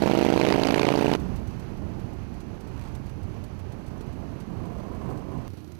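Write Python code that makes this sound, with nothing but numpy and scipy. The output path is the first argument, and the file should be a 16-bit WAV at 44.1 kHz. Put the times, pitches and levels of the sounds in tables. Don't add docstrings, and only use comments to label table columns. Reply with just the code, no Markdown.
import sys
import numpy as np
from scipy import signal
from scipy.fft import rfft, irfft, next_fast_len
from scipy.io import wavfile
from scipy.ndimage import uniform_filter1d, map_coordinates

SR = 44100
rng = np.random.default_rng(int(sys.argv[2]) if len(sys.argv) > 2 else 0)


def log_audio(samples):
    frames = np.atleast_2d(samples).T
    limited = np.clip(frames, -1, 1)
    pcm = np.round(limited * 32767).astype(np.int16)
    wavfile.write(sys.argv[1], SR, pcm)


N = 255337

# (frequency [Hz], level [dB])
BUFFET_SPECTRUM = [(10, -47), (25, -3.5), (60, 1), (100, -1.5), (200, -9.5), (600, -39), (2000, -62)]
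# (time [s], level [dB], pitch [Hz])
LOW_THUDS = [(1.241, -26.5, 146), (1.487, -23, 106), (1.852, -21.5, 87), (2.047, -23.5, 107),
             (2.212, -24, 106), (2.796, -28, 104), (2.969, -32, 110), (3.015, -32, 99), (3.154, -28, 94),
             (3.249, -24, 92), (3.307, -31, 102), (3.378, -26.5, 103), (3.699, -23, 112), (3.782, -48, 103),
             (4.081, -24.5, 112), (4.518, -30.4, 170), (4.627, -28, 114), (5.084, -25.5, 132),
             (5.369, -30, 147)]
# (frequency [Hz], level [dB])
TYRE_SPECTRUM = [(530, -13.5), (900, -2), (1120, -4.5), (1510, -5), (2550, -10.5), (3700, -16.5),
                 (6130, -19.5), (8780, -34.5), (11400, -25), (15800, -59)]
# (time [s], level [dB])
HISS_TICKS = [(1.1977, -47.5), (1.36, -45), (1.4735, -49), (1.5963, -48.5), (1.9964, -52), (2.1321, -54),
              (2.4039, -48), (2.9527, -53), (3.0614, -52), (3.0949, -52.5), (3.2304, -51), (3.4396, -47.5),
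              (3.7214, -50), (3.8641, -52), (4.0088, -48.5), (4.9482, -55), (5.1736, -52)]
# (frequency [Hz], level [dB])
IDLE_SPECTRUM = [(30, -30), (60, -7), (90, 10), (140, -5), (220, -7), (330, -5), (450, -16.5), (900, -25),
                 (1200, -26), (2500, -33.5), (6000, -39.5), (7500, -50), (12500, -41), (15800, -58)]
# (time [s], level [dB])
VALVE_TICKS = [(5.5014, -55), (5.533, -58), (5.5706, -54.5), (5.603, -60), (5.643, -56.5), (5.6757, -56),
               (5.7184, -51), (5.75, -56)]
# (engine cycle rate [Hz], level [dB])
GROUP_ENGINES = [(30.46, -0.5), (24.73, -3.5), (34.59, -1.5)]
# (frequency [Hz], level [dB])
RUMBLE_SPECTRUM = [(30, -20), (65, -5.5), (92, -3.5), (125, 0.5), (155, -5), (185, -1), (260, -5),
                   (370, -9), (480, -20), (900, -23), (3000, -65)]
# (frequency [Hz], level [dB])
BURBLE_SPECTRUM = [(90, -16), (180, -3), (400, 4), (520, 0), (700, -1), (880, -8), (1130, -11.5),
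                   (1250, -12.5), (2500, -27.5), (6000, -40)]
# (time [s], distance [m])
NEAR_DISTANCE = [(1.16, 9.8), (3.8, 6.6), (4.4, 6.5), (4.9, 3.47), (5.4, 3.37)]
# (time [s], level [dB])
CRUISE_THROTTLE = [(1.16, 6.5), (1.3, 6.5), (1.48, 1.5), (1.88, 2.5), (2.25, -1), (3.75, -2.5), (4.3, .5),
                   (4.46, -1.5), (4.53, 2.5), (4.75, 0), (4.92, -3), (5.07, 0.2), (5.24, -1.5), (5.39, 1.2),
                   (5.48, -5.5)]
# (time [s], engine cycle rate [Hz])
PULL_REVS = [(0, 26.02), (.22, 26.6), (.45, 27.36), (.62, 27.53), (.85, 28.2), (1.16, 28.66)]
# (time [s], level [dB])
PULL_LEVEL = [(0, -20), (.45, -20.5), (.65, -23), (.87, -23), (1.08, -21), (1.16, -25)]
# (frequency [Hz], level [dB])
THUMP_SPECTRUM = [(25, -58), (90, -14), (190, 1.5), (330, 2.5), (500, -2.5), (700, -4.5), (950, -10.5),
                  (1150, -23), (1600, -20), (3000, -41), (8000, -47)]
# (frequency [Hz], level [dB])
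CRACK_SPECTRUM = [(150, -23), (500, 5), (900, 4.5), (1200, 0), (2400, -3), (3400, -7.5), (4600, -11),
                  (5600, -13), (8000, -23.5), (12000, -22.5), (14000, -28), (16000, -46)]
# (time [s], level [dB])
FIRING_ACCENTS = [(.137, -1.5), (.250, 1), (.509, 1.5), (.620, 3), (.654, 3), (.691, 1), (.727, 3.5),
                  (.777, 3), (.869, 1.5), (1.117, 2)]
# (time [s], level [dB])
WALL_ECHO_LEVEL = [(0, -12), (.35, -9), (.42, -3), (.525, 1), (.565, -7), (.62, -3.5), (.68, 2), (.76, -1),
                   (.84, 2), (.92, -1.5), (1.0, -11), (1.06, -15), (1.14, 0)]

CRUISE_CUT_S, JUNCTION_CUT_S = 1.161, 5.48
FIRING_GAP_CYCLES = .395


def amp(db):
    return np.exp(np.asarray(db) * (np.log(10) / 20))


def unit(x):
    return x / np.sqrt(np.mean(x ** 2) + 1e-20)


def clock():
    return np.arange(N) / SR


def curve(rows):
    return np.interp(clock(), *np.transpose(rows))


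def swell(at_s, width_s):
    return np.exp(-np.minimum(((clock() - at_s) / width_s) ** 2, 20))


def wobble(rate):
    steps = np.arange(0, N + 64, 64) / SR
    knots = rng.standard_normal(int(N * rate / SR) + 4)
    return np.interp(clock(), steps, map_coordinates(knots, [steps * rate]))


def noise():
    return rng.standard_normal(N)


def filtered(x, response):
    size = next_fast_len(N + SR // 2, real=True)
    return irfft(rfft(x, size) * response(np.fft.rfftfreq(size, 1 / SR)), size)[..., :N]


def colour(x, spectrum):
    points_hz, db = np.transpose(spectrum)
    return unit(filtered(x, lambda hz: amp(np.interp(np.log(hz + 1), np.log(points_hz), db))))


def resonate(x, hz, width_hz, stages=1):
    return filtered(x, lambda f: (1j * f * width_hz / (hz ** 2 - f ** 2 + 1j * f * width_hz)) ** stages)


def delayed(x, ms):
    return np.interp(clock() - ms / 1000, clock(), x, left=0)


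def impulses(times, sizes):
    return np.bincount(np.round(np.abs(times) * SR).astype(int), sizes, N)[:N]


def pulses(times, scatter_db):
    return impulses(times, amp(scatter_db * np.clip(rng.standard_normal(len(times)), -2, 2)))


def puffs(train, rise_s, decay_s):
    t = np.arange(SR // 10) / SR
    shape = (1 - np.exp(-t / rise_s)) ** 2 * np.exp(-t / decay_s)
    envelope = np.zeros(N + len(t))
    for start in np.flatnonzero(train):
        envelope[start:start + len(t)] += train[start] * shape
    return envelope[:N] / shape.max() * noise()


def ragged(x, depth_db=3.5):
    frames = signal.stft(x, nperseg=256)[2]
    field = rng.standard_normal(frames.shape)
    for axis in (0, 1):
        field = uniform_filter1d(field, size=5, axis=axis)
    frames = frames * amp(depth_db * np.tanh(unit(field)))
    return unit(signal.istft(frames, nperseg=256)[1][:N])


def extra_speed(ease_s):
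    return np.exp(-np.maximum(clock() - CRUISE_CUT_S, 0) / ease_s)


def wind():
    gust_db = 2.5 * swell(at_s=3.1, width_s=.3)
    cruise_db = -43 + 7 * extra_speed(ease_s=.5) + gust_db
    level_db = np.where(clock() < CRUISE_CUT_S, -44, cruise_db)
    return amp(level_db) * unit(colour(noise(), BUFFET_SPECTRUM) * amp(.73 * wobble(6.8)))


def low_thuds():
    phases = rng.uniform(0, 2 * np.pi, len(LOW_THUDS))
    return sum(amp(db - 6) * swell(at_s, width_s=.01) * np.cos(2 * np.pi * hz * (clock() - at_s) + phase)
               for (at_s, db, hz), phase in zip(LOW_THUDS, phases))


def tyres():
    level_db = -58.5 + 4.5 * extra_speed(ease_s=.63) + .79 * wobble(14)
    return amp(level_db) * colour(noise(), TYRE_SPECTRUM)


def rough_road():
    roar = unit(resonate(noise(), hz=830, width_hz=610, stages=2))
    return amp(-56.5 + 2.9 * wobble(24.87)) * swell(at_s=2.847, width_s=.18) * roar


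def rattle(knocks_per_s=70):
    beats = np.arange(int(knocks_per_s * N / SR))
    times = (beats + rng.uniform(0, .83, len(beats))) / knocks_per_s
    train = amp(-44.5) * swell(at_s=2.81, width_s=.075) * impulses(times, np.ones(len(beats)))
    return resonate(puffs(train, rise_s=.0005, decay_s=.0044), hz=1400, width_hz=1900)


def ticks(faint_per_s=7.7):
    times, db = np.transpose(HISS_TICKS)
    faint = pulses(rng.uniform(0, N / SR, int(faint_per_s * N / SR)), scatter_db=6)
    train = impulses(times - .003, amp(db - 4.5)) + amp(-63.5) * faint
    return resonate(puffs(train, rise_s=.0023, decay_s=.0084), hz=3000, width_hz=6200)


def silencer_drone():
    pitch_hz = 91.5 * (1 + .05 * wobble(14))
    level_db = -57.5 + 13 * swell(at_s=3.78, width_s=.52) + 4.5 * wobble(15)
    return amp(level_db) * unit(np.sin(2 * np.pi * np.cumsum(pitch_hz) / SR))


def bikes_ahead():
    return amp(-36) * colour(noise(), RUMBLE_SPECTRUM) + amp(-42.5) * colour(noise(), CRACK_SPECTRUM)


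def firings(cycle_hz, first_s):
    cycles = np.cumsum(cycle_hz) / SR
    marks = (np.arange(int(cycles[-1]) - 1)[:, None] + [0, FIRING_GAP_CYCLES]).ravel()
    return first_s + np.interp(marks, cycles, clock())


def exhaust(cycle_hz, spectrum, gas_gain=1.6):
    times = firings(cycle_hz * (1 + .012 * wobble(2)), first_s=rng.uniform(0, .03))
    train = pulses(times, scatter_db=2.5)
    gas = puffs(train, rise_s=.0015, decay_s=.013)
    return unit(colour(train, spectrum) + gas_gain * colour(gas, spectrum))


def idling_bikes():
    times, tick_db = np.transpose(VALVE_TICKS)
    others = amp(-46.5) * exhaust(9.4, IDLE_SPECTRUM, gas_gain=2.4)
    mechanics = amp(-43.5) * colour(noise(), IDLE_SPECTRUM)
    taps = puffs(impulses(times, amp(tick_db)), rise_s=.0011, decay_s=.0036)
    valves = amp(2) * resonate(taps, hz=4200, width_hz=3700)
    beat = amp(2.5) * resonate(pulses(times, scatter_db=0), hz=170, width_hz=170, stages=2)
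    return others + mechanics + valves + delayed(beat, ms=1.96)


def cruising_bikes():
    closer_db = 20 * np.log10(8 / curve(NEAR_DISTANCE))
    group = unit(sum(amp(db) * exhaust(hz, RUMBLE_SPECTRUM) for hz, db in GROUP_ENGINES))
    near = unit(exhaust(30.5, BURBLE_SPECTRUM) * amp(1.1 * wobble(14)))
    rumble = amp(-41 + .33 * closer_db) * group
    burble = amp(-51.5 + closer_db) * near
    ring = amp(-80.5 + 3.2 * closer_db) * unit(resonate(near, hz=1054, width_hz=230, stages=2))
    boom = unit(resonate(near, hz=177, width_hz=51, stages=2))
    growl = amp(-45) * swell(at_s=4.5, width_s=.22) * boom
    return amp(curve(CRUISE_THROTTLE)) * (rumble + burble + ring + growl)


def kerb_echo(thump, times):
    gas = puffs(pulses(times, scatter_db=1.5), rise_s=.0007, decay_s=.001)
    rasp = ragged(resonate(gas, hz=2430, width_hz=1900, stages=2))
    return delayed(amp(-11.5) * thump + amp(-22.5) * rasp, ms=6.2 + .75 * clock())


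def wall_crack(times, accent):
    blows = pulses(times[::2], scatter_db=.8) + amp(-2) * pulses(times[1::2], scatter_db=.8)
    crack = colour(puffs(blows, rise_s=.0012, decay_s=.00088), CRACK_SPECTRUM)
    crack = accent * ragged(resonate(crack, hz=2700, width_hz=6200))
    treble = filtered(crack, lambda hz: 3 * hz / (hz + 7000))
    return crack + amp(.5) * (1 - 1 / accent) * treble


def wall_echo(thump, crack):
    receding_ms = 7.7 * clock()
    bright = amp(-10) * delayed(crack, ms=11.6 + receding_ms)
    dull = amp(-7.5) * delayed(thump, ms=12.9 + receding_ms + .24 * wobble(22.35))
    return amp(curve(WALL_ECHO_LEVEL)) * (bright + dull)


def exhaust_thump(times, cycle_hz):
    thump = -colour(pulses(times, scatter_db=-.5), THUMP_SPECTRUM)
    ring_db = -11.5 + 1.5 * (cycle_hz - cycle_hz[0])
    return unit(thump + amp(ring_db) * resonate(thump, hz=396, width_hz=83))


def pulling_bike():
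    cycle_hz = curve(PULL_REVS)
    times = firings(cycle_hz, first_s=.0217)
    accent = amp(sum(db * swell(at_s, width_s=.006) for at_s, db in FIRING_ACCENTS))
    thump = exhaust_thump(times, cycle_hz)
    gas = puffs(pulses(times, scatter_db=2), rise_s=.00055, decay_s=.0019)
    spit = amp(-15.5) * accent * ragged(colour(gas, CRACK_SPECTRUM))
    crack = wall_crack(times, accent)
    scattered = pulses(times, scatter_db=2)
    wash = amp(-13) * colour(puffs(scattered, rise_s=.00087, decay_s=.0056), THUMP_SPECTRUM)
    sizzle = amp(-23) * colour(puffs(scattered, rise_s=.002, decay_s=.0021), CRACK_SPECTRUM)
    echoes = kerb_echo(thump, times) + wall_echo(thump, crack)
    return amp(curve(PULL_LEVEL) - 3.5) * (thump + spit + echoes + wash + sizzle)


def scene():
    in_bend, stopped = clock() < CRUISE_CUT_S, clock() >= JUNCTION_CUT_S
    cruise = (cruising_bikes() + tyres() + silencer_drone() + ticks()
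              + rattle() + rough_road() + low_thuds())
    moving = np.where(in_bend, pulling_bike() + bikes_ahead(), cruise) + wind()
    click = impulses([JUNCTION_CUT_S], [amp(-43)])
    right = np.where(stopped, idling_bikes(), moving) + click
    return np.array([np.zeros(N), 2 * right])


def record(dry):
    rippled = filtered(dry, lambda hz: 1 - .3 * hz / (hz + 2500) * np.exp(-2j * np.pi * hz / 1770))
    squashed = rippled / (1 + np.abs(rippled / .58) ** 6) ** (1 / 6)
    hiss = amp(-83.5) * rng.standard_normal((2, N))
    low_cut = lambda hz: hz ** 2 / np.sqrt(hz ** 4 + 14 ** 4)
    high_cut = lambda hz: (hz < 15850) / np.sqrt(1 + (hz / 14800) ** 24)
    return filtered(squashed + hiss, lambda hz: low_cut(hz) * high_cut(hz))


dry = scene()
out = record(dry)
log_audio(out)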